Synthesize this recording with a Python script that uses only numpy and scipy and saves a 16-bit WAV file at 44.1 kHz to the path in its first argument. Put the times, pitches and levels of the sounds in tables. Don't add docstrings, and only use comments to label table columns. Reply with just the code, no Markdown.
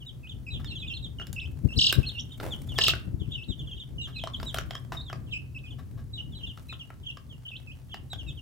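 import sys
import numpy as np
from scipy import signal
from scipy.fft import rfft, irfft, next_fast_len
from scipy.io import wavfile

SR = 44100
rng = np.random.default_rng(int(sys.argv[2]) if len(sys.argv) > 2 else 0)


def file_out(sig):
    cols = np.atleast_2d(sig).T
    lim = np.clip(cols, -1, 1)
    pcm = np.round(lim * 32767).astype(np.int16)
    wavfile.write(sys.argv[1], SR, pcm)


N = 370881
TIME = np.arange(N) / SR
JITTER = .009

# start in seconds, length in seconds, middle pitch in Hz,
# level in dB, head start on the left in ms.
PEEPS = [(0.005, 0.031, 3060, -51, 0.1), (0.063, 0.038, 3660, -46, 0.074),
         (0.294, 0.036, 3300, -46, -0.092), (0.507, 0.071, 3640, -43.5, 0.2),
         (0.647, 0.045, 3500, -49, 0.01), (0.671, 0.06, 4130, -46.5, 0.17),
         (0.754, 0.027, 3320, -41, -0.071), (0.787, 0.055, 3660, -44.5, -0.042),
         (0.877, 0.07, 3110, -43, -0.23), (0.937, 0.045, 4100, -42.5, 0.037),
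         (1.025, 0.044, 3640, -42.5, -0.069), (1.925, 0.035, 4000, -41, 0.014),
         (2.062, 0.041, 4190, -36.5, -0.0041), (2.18, 0.032, 3310, -44, -0.24),
         (2.318, 0.034, 3500, -49.5, 0.072), (2.508, 0.036, 3406, -38, -0.0029),
         (2.687, 0.049, 3200, -46, 0.039), (2.758, 0.045, 3130, -39.5, 0.065),
         (3.2, 0.024, 3290, -54, 0.24), (3.327, 0.031, 3690, -47, -0.018),
         (3.318, 0.05, 3180, -38.5, 0.091), (3.486, 0.051, 3555, -42.5, -0.35),
         (3.592, 0.028, 3300, -44.5, -0.043), (3.671, 0.03, 3090, -48.5, -0.049),
         (3.765, .026, 3030, -52, 0.043), (3.798, 0.033, 3470, -43.5, -0.053),
         (4.016, 0.055, 3590, -43, -0.085), (4.157, 0.049, 3940, -43, -0.01),
         (4.214, 0.031, 3110, -46, 0.053), (4.336, 0.02, 3285, -36, 0.023),
         (4.462, 0.049, 3690, -40, 0.011), (5.053, 0.06, 3430, -49.5, -0.049),
         (5.314, 0.057, 2760, -39.5, 0.19), (5.706, 0.03, 3190, -50.5, 0.054),
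         (6.134, 0.063, 3600, -44.5, 0.15), (6.319, 0.038, 3330, -54, 0.03),
         (6.352, 0.037, 3960, -49, -0.084), (6.431, 0.027, 2900, -38.5, 0.17),
         (6.467, 0.056, 3190, -46, -0.0047), (6.689, 0.053, 3870, -48, 0.067),
         (6.796, 0.036, 2890, -44.5, 0.12), (7.061, 0.047, 2980, -40, 0.16),
         (7.295, 0.057, 3050, -54.5, 0.11), (7.917, 0.037, 3010, -44.5, -0.085),
         (8.103, 0.047, 3750, -43, -0.06), (8.186, 0.04, 3010, -46.5, 0.094),
         (8.276, 0.041, 3570, -45.5, -0.049), (8.37, 0.036, 2950, -50, 0.075)]
# pitch in Hz, width in Hz, boost in dB.
SHELL = [(405, 140, 1.5), (700, 245, 1.5), (1152, 260, 3), (1608, 250, -1.5)]
PANELS = [(3020, 160, 12), (3670, 870, 8), (5040, 600, 2.5), (7080, 250, -7), (12000, 6800, -7)]


def amp(db):
    return 10 ** (np.asarray(db) / 20)


def unit(x):
    return x / np.sqrt(np.mean(x ** 2) + 1e-20)


def read(points, hz):
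    f, value = np.transpose(points)
    return np.interp(np.log(hz + 1), np.log(f + 1), value)


def add(mix, s, sound):
    part = mix[:, max(round(s * SR), 0):][:, :sound.shape[1]]
    part += sound[:, :part.shape[1]]


def wander(size, hz):
    padded = size + SR // 4
    f = np.fft.rfftfreq(padded, 1 / SR)
    return unit(irfft(rfft(rng.standard_normal(padded)) / (1 + (f / hz) ** 4)))[:size]


def noise(colour, alike):
    a, b = rng.standard_normal((2, N))
    pair = np.array([a, alike * a + np.sqrt(1 - alike ** 2) * b])
    size = next_fast_len(N)
    gain = amp(read(colour, np.fft.rfftfreq(size, 1 / SR)))
    return unit(irfft(rfft(pair, size) * gain, size)[:, :N])


def ring(x, modes):
    return sum(amp(db) * signal.lfilter(*signal.iirpeak(hz, hz / width, SR), x)
               for hz, width, db in modes)


def place(x, pan_db, lead_ms):
    size = next_fast_len(len(x) + 64)
    hz = np.fft.rfftfreq(size, 1 / SR)
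    turn = np.exp(1j * np.pi * hz * lead_ms / 1000 / (1 + (hz / 5800) ** 12))
    sides = np.array([amp(pan_db / 2) * turn, amp(-pan_db / 2) / turn])
    return irfft(rfft(x, size) * sides, size)


def air(level_db):
    # frequency in Hz, relative level in dB.
    colour = [(700, -2), (2200, -9.5), (16000, -14.5)]
    return amp(level_db) * noise(colour, alike=.48)


def hum(hz, waver, left_db):
    # peak time in seconds, half width in seconds, peak level in dB, resting level in dB.
    swell = (5, 1.04, -44.5, -53)
    peak_s, width_s, peak_db, rest_db = swell
    level_db = rest_db + (peak_db - rest_db) * np.exp(-((TIME - peak_s) / width_s) ** 2)
    pitch = hz * (1 + waver * wander(N, 8.7))
    tone = np.sin(2 * np.pi * np.cumsum(pitch) / SR)
    return amp(level_db) * unit(tone) * amp([[left_db / 2], [-left_db / 2]])


def rumble(gain_db, lumps_db, left_db):
    # time in seconds, level in dB before gain_db.
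    strength = [(0, -42.5), (1.7, -39), (2.25, -43), (2.6, -37.5), (3.65, -41.5), (5.25, -40.5), (7.2, -47),
                (8.4, -44.5)]
    # frequency in Hz, relative level in dB.
    colour = [(20, -24), (55, 3), (140, 1.5), (175, -9), (260, -11), (420, -24.5), (2500, -59.5)]
    flow = noise(colour, alike=.49) * unit(amp(lumps_db * wander(N, 7.2)))
    level_db = np.interp(TIME, *np.transpose(strength)) + gain_db
    return amp(level_db) * flow * amp([[left_db / 2], [-left_db / 2]])


def yard_echo(x, early_db, tail_db):
    # frequency in Hz, seconds to fade by 60 dB.
    fade_times = [(1500, 0.39), (3000, 0.31), (15000, 0.12)]
    size = SR // 2
    echoes = rng.standard_normal((2, size)) * (rng.random((2, size)) < 3000 / SR)
    hz, t, bands = signal.stft(echoes, SR, nperseg=256)
    bands *= amp(-60 * t / read(fade_times, hz)[:, None]) * (1 - np.exp(-t / .0092))
    tail = signal.istft(bands, SR, nperseg=256)[1]
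    response = amp(tail_db) * tail / np.linalg.norm(tail[0])
    for side in response:
        delays = rng.integers(SR // 1500, SR // 35, size=14)
        side[delays] += amp(early_db) * rng.choice([-1, 1], size=14)
    return signal.fftconvolve(x, response, axes=1)[:, :N]


def rustle(hiss_db, grain_db, ticks_db, per_s, spread_db, calm_db=-75):
    # peak in seconds, seconds to build or fade, relative level in dB.
    flurries = [(1.9, 0.14, -46.5), (2.55, 0.15, -54), (2.86, 0.049, -41), (4.561, 0.14, -54),
                (6.62, 0.074, -56), (7.63, 0.027, -61.5), (8.1, 0.26, -72)]
    stir = amp(calm_db) + sum(amp(db) * np.exp(-abs(TIME - s) / width) for s, width, db in flurries)
    steps = (rng.random(N) < per_s / SR) * amp(spread_db * np.minimum(rng.exponential(1, N), 3))
    ticks = signal.lfilter([1], [1, -np.exp(-1 / (.0021 * SR))], steps)
    feet = unit(ticks) * noise([(300, 3.5), (1500, -8.5), (16000, -24.5)], alike=.25)
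    grains = unit(amp(grain_db * wander(N, 70)))
    feathers = grains * noise([(1000, 2), (4000, -7), (12000, -4), (16000, -8.5)], alike=1)
    return amp(hiss_db) * stir * feathers + amp(ticks_db) * np.sqrt(stir) * feet


def wing_puffs(gain_db, push_s, flutter_db, right_db):
    # time in seconds, level in dB before gain_db.
    puffs = [(1.302, -30), (1.655, -14.5), (1.778, -16.5), (1.989, -11.5), (3.081, -27), (3.145, -23.5),
             (3.218, -23), (3.285, -28), (3.502, -22)]
    out, t = np.zeros((2, N)), np.arange(-SR // 20, SR // 20) / SR
    push = -np.exp(-(t / push_s) ** 2) * (1 - 2 * (t / push_s) ** 2)
    for s, db in puffs:
        flutter = np.array([wander(len(t), 256) for side in range(2)]) * np.exp(-abs(t) / .013)
        add(out, s + t[0], amp(db + gain_db) * (push + amp(flutter_db) * flutter) * amp([[0], [right_db]]))
    return signal.sosfilt(signal.butter(2, 45, "high", fs=SR, output="sos"), out)


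def wheel_scrape(start_s, rise_s, level_db, grain_db):
    # frequency in Hz, relative level in dB.
    grit = [(150, -0.5), (380, 5), (6000, -23.5)]
    age = np.maximum(TIME - start_s, 0) / rise_s
    swell = amp(level_db) * age * np.exp(1 - age)
    return swell * noise(grit, alike=.66) * unit(amp(grain_db * wander(N, 140)))


def scratches(grain_db, panel_db):
    # start in seconds, seconds to the peak, level in dB.
    drags = [(0.595, 0.0075, -52), (4.07, .012, -50), (4.919, 0.013, -40.5), (5.783, 0.009, -51.5),
             (5.972, 0.013, -55.5)]
    out, t = np.zeros((2, N)), np.arange(SR // 5) / SR
    for s, rise_s, db in drags:
        grains = rng.standard_normal(len(t)) * amp(grain_db * wander(len(t), 250))
        shell = unit(ring(ring(grains, SHELL), SHELL))
        body = unit(shell + amp(panel_db) * unit(ring(grains, PANELS)))
        swell = amp(db) * t / rise_s * np.exp(1 - t / rise_s)
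        add(out, s, place(swell * body, pan_db=3, lead_ms=0))
    return out


def taps(knock_db, ring_s, shell_db, click_db, contact_s, rattle_db, rattle_s, scatter_db):
    # start in seconds, note in Hz, then the relative levels
    # of the hollow knock and the sharp click in dB.
    hits = [(0.645, 1740, -45.5, -52.5), (1.198, 1370, -40, -59), (1.215, 1400, -42, -62),
            (1.269, 1600, -51.5, -48), (1.329, 1610, -50, -35.5), (1.9259, 1560, -26, -26.5),
            (2.4003, 1370, -36, -50.5), (2.782, 1770, -35, -35), (2.787, 1760, -20, -30.5),
            (2.882, 1300, -20.5, -24), (2.936, 1470, -30.5, -46.5), (4.238, 660, -34, -44),
            (4.273, 1125, -34.5, -50), (4.4, 1370, -40.5, -55), (4.43, 1000, -36, -49.5),
            (4.544, 673, -30.5, -38), (4.562, 1410, -39, -50), (4.572, 1390, -38, -47),
            (4.585, 1440, -28.5, -41), (4.708, 700, -36.5, -43), (4.752, 1115, -36, -46.5),
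            (4.921, 1010, -33.5, -52), (5.099, 1390, -38.5, -55), (5.129, 1210, -33.5, -53),
            (6.575, 1340, -46.5, -61), (6.726, 1340, -43.5, -64), (6.903, 1320, -40.5, -64),
            (7.171, 1150, -44, -56.5), (7.943, 774, -37, -52.5), (8.132, 780, -39.5, -53)]
    out, t = np.zeros((2, N)), np.arange(SR // 8) / SR
    blow = np.exp(-t / contact_s) + amp(rattle_db) * np.exp(-t / rattle_s)
    note_shape = np.sqrt(t / ring_s) * np.exp(-t / ring_s)
    for s, knock_hz, hollow_db, sharp_db in hits:
        force = blow * rng.standard_normal(len(t))
        sound = amp(hollow_db + knock_db) * np.sin(2 * np.pi * knock_hz * t) * note_shape
        thin_db = .52 * max(sharp_db - hollow_db + 10.5, 0)
        parts = (SHELL, hollow_db + shell_db, 0), (PANELS, sharp_db + click_db - thin_db, thin_db)
        for modes, db, tilt_db in parts:
            spot = [(hz * (1 + .042 * rng.standard_normal()), width,
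                     level + scatter_db * rng.standard_normal() + tilt_db * np.log2(hz / 1000))
                    for hz, width, level in modes]
            wider = [(hz, 3 * width, 0) for hz, width, _ in spot]
            struck = ring(ring(force, spot), wider)
            sound += amp(db) * struck / np.std(struck[:SR // 100])
        add(out, s, np.array([sound, sound]))
    return out


def whistle(hz, overtone_db, jitter, shimmer_db=3, third_db=-7):
    # frequency in Hz, boost in dB.
    throat = [(3900, 2), (4800, -4), (6300, -9), (7500, -2.5), (8400, -13.5), (9200, -23), (12000, -32)]
    hz = hz * (1 + jitter * wander(len(hz), 360))
    phase = 2 * np.pi * np.cumsum(hz) / SR
    tone = sum(amp(read(throat, k * hz) + db) * np.sin(k * phase)
               for k, db in ((1, 0), (2, overtone_db), (3, overtone_db + third_db)))
    return unit(tone * amp(shimmer_db * wander(len(hz), 63)))


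def slide(progress, length, hz, usual_s=.042, fall_octaves=.35, straight_hz=3180, arch=.55):
    fall = fall_octaves * np.sqrt(length / usual_s) * (progress - .5)
    bow = arch * np.log2(hz / straight_hz) * (2 * progress - 1) ** 2
    return hz * 2 ** (-fall - bow)


def scoop(progress, length, hz, flick, settle=.1):
    return hz * (1 + settle * (1 - progress) ** 3 + flick * progress ** 6)


def peeps(rows, contour, gain_db, end_db, jitter, spill=0, overtone_db=-17.5):
    out = np.zeros((2, N))
    chance = rng.standard_normal((len(rows), 3))
    for (s, length, *pitch, db, lead_ms), (hoarse, bright, side) in zip(rows, chance):
        progress = np.arange(-spill, 1 + spill, 1 / (length * SR))
        swell = signal.windows.tukey(len(progress), .25 + 2 * spill) * amp(end_db * progress ** 4)
        hz = contour(progress, length, *pitch)
        voice = whistle(hz, overtone_db + 3.5 * bright, jitter * amp(4 * hoarse))
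        call = amp(db + gain_db) * unit(swell * voice)
        add(out, s - spill * length, place(call, pan_db=-2 + 1.5 * side, lead_ms=lead_ms))
    return out


def far_peeps(count, level_db, spread_db, low_hz, range_hz, length_s, within_s, lead_ms):
    rows = []
    for which, when, pitch, size, side in rng.random((count, 5)):
        near_s = PEEPS[int(which * len(PEEPS))][0]
        start_s = max(near_s + within_s * (2 * when - 1), 0)
        hz = low_hz + range_hz * pitch ** 2
        rows.append((start_s, length_s, hz, level_db + spread_db * size, lead_ms * (2 * side - 1)))
    return peeps(rows, slide, gain_db=0, end_db=-3, jitter=.025, spill=.2)


def near_peeps():
    # start in seconds, length in seconds, base pitch in Hz, flick as
    # a share of that pitch, level in dB before gain_db, head start on the left in ms.
    scoops = [(0.23, 0.053, 2450, 0.54, -52.5, -0.046), (0.464, 0.045, 2460, 0.18, -44.5, 0.054),
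              (0.707, 0.038, 2660, 0.17, -46.5, 0.069), (0.822, 0.054, 2434, 0.34, -47, 0.06),
              (0.896, 0.048, 2633, 0.41, -41, -0.27), (1.184, 0.045, 2776, 0.32, -43.5, 0.091),
              (1.359, 0.049, 2524, 0.73, -40.5, 0.025), (1.413, 0.053, 2486, 0.5, -45, -0.0024),
              (1.684, 0.064, 2565, 0.69, -45.5, 0.11), (2.028, 0.03, 2540, 0.56, -43, 0.039),
              (2.145, 0.062, 2694, .55, -41.5, 0.06), (2.194, 0.018, 5380, 0.33, -44.5, -0.019),
              (8.261, .06, 2540, 0.48, -54, 0), (3.372, 0.079, 2553, 1, -47, 0.044),
              (3.711, 0.041, 3120, .12, -45.5, -0.033), (3.979, 0.059, 2777, 0.075, -41.5, -0.14),
              (4.158, 0.045, 2470, 0.22, -46, 0.049), (4.726, 0.055, 3076, 0.23, -51, 0.0063),
              (4.966, 0.058, 3540, 0.37, -44, 0.004), (5.322, 0.061, 2470, 0.23, -39.5, -0.14),
              (5.545, 0.051, 2512, 0.78, -47, 0.054), (5.635, 0.059, 2415, 0.37, -53.5, -0.11),
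              (6.175, 0.041, 2795, .15, -41.5, 0.073), (6.688, 0.063, 2440, 0.77, -49.5, -0.093),
              (7.09, 0.026, 2750, 0.49, -45, 0.21), (7.45, 0.046, 2830, 0.48, -44.5, -0.18),
              (7.51, 0.064, 2523, 0.84, -47, 0.037), (7.669, 0.059, 2455, 0.5, -51.5, -0.13)]
    falling = peeps(PEEPS, slide, gain_db=0, end_db=-1, jitter=JITTER, spill=.12)
    return falling + peeps(scoops, scoop, gain_db=2.5, end_db=.5, jitter=JITTER)


def trill(first_dip_s, period_s, count, low_hz, high_hz, gain_db, end_db, rasp_db,
          dip_db=2, start_db=-16, sag=.08):
    cycle = np.arange(-1.4, count - .55, 1 / (period_s * SR))
    progress = np.linspace(0, 1, len(cycle))
    dip = np.cos(np.pi * cycle) ** 2 * np.clip(1 + cycle / 2, 0, 1)
    top = high_hz * (1 - .2 * (2 * progress - 1) ** 4)
    hz = (top + (low_hz - top) * dip) * (1 - sag * (progress - .5))
    voice = whistle(hz, overtone_db=rasp_db, jitter=2 * JITTER)
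    shape_db = start_db * np.maximum(-cycle, 0) + end_db * progress ** 4 + dip_db * (dip - 2.5)
    swell = signal.windows.tukey(len(cycle), .1) * amp(gain_db + shape_db)
    out = np.zeros((2, N))
    add(out, first_dip_s + cycle[0] * period_s, place(swell * voice, pan_db=0, lead_ms=.081))
    return out


def scene():
    flock = near_peeps()
    flock += far_peeps(count=45, level_db=-61, spread_db=6, low_hz=2850, range_hz=1100,
                       length_s=.036, within_s=.05, lead_ms=.2)
    alarm = trill(first_dip_s=1.7945, period_s=.0269, count=5, low_hz=2824, high_hz=5510,
                  gain_db=-16, end_db=-9.5, rasp_db=-9)
    alarm += trill(first_dip_s=2.8163, period_s=.0281, count=4, low_hz=2770, high_hz=5440,
                   gain_db=-17.5, end_db=-7.5, rasp_db=-7)
    bustle = taps(knock_db=8.5, ring_s=.0022, shell_db=-6, click_db=6, contact_s=.00183,
                  rattle_db=-14.5, rattle_s=.014, scatter_db=3)
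    bustle += wheel_scrape(start_s=2.402, rise_s=.037, level_db=-40, grain_db=4.5)
    bustle += scratches(grain_db=1, panel_db=-7)
    bustle += rustle(hiss_db=-5.5, grain_db=6, ticks_db=-33, per_s=20, spread_db=2)
    echo = yard_echo(flock, early_db=-20.5, tail_db=-13.5)
    echo += yard_echo(alarm, early_db=-19.5, tail_db=-16)
    echo += yard_echo(bustle, early_db=-19.5, tail_db=-13)
    low = rumble(gain_db=1.5, lumps_db=2.5, left_db=4) + hum(hz=122.1, waver=.05095, left_db=-.5)
    low += wing_puffs(gain_db=7, push_s=.0033, flutter_db=-9, right_db=-27)
    return flock + alarm + bustle + echo + low + air(level_db=-66.5)


def record(dry):
    edge_hz = 16100
    low_pass = signal.firwin(401, edge_hz, window=("kaiser", 9), fs=SR)
    return signal.oaconvolve(dry, low_pass[None], "same")


dry = scene()
out = record(dry)
file_out(out)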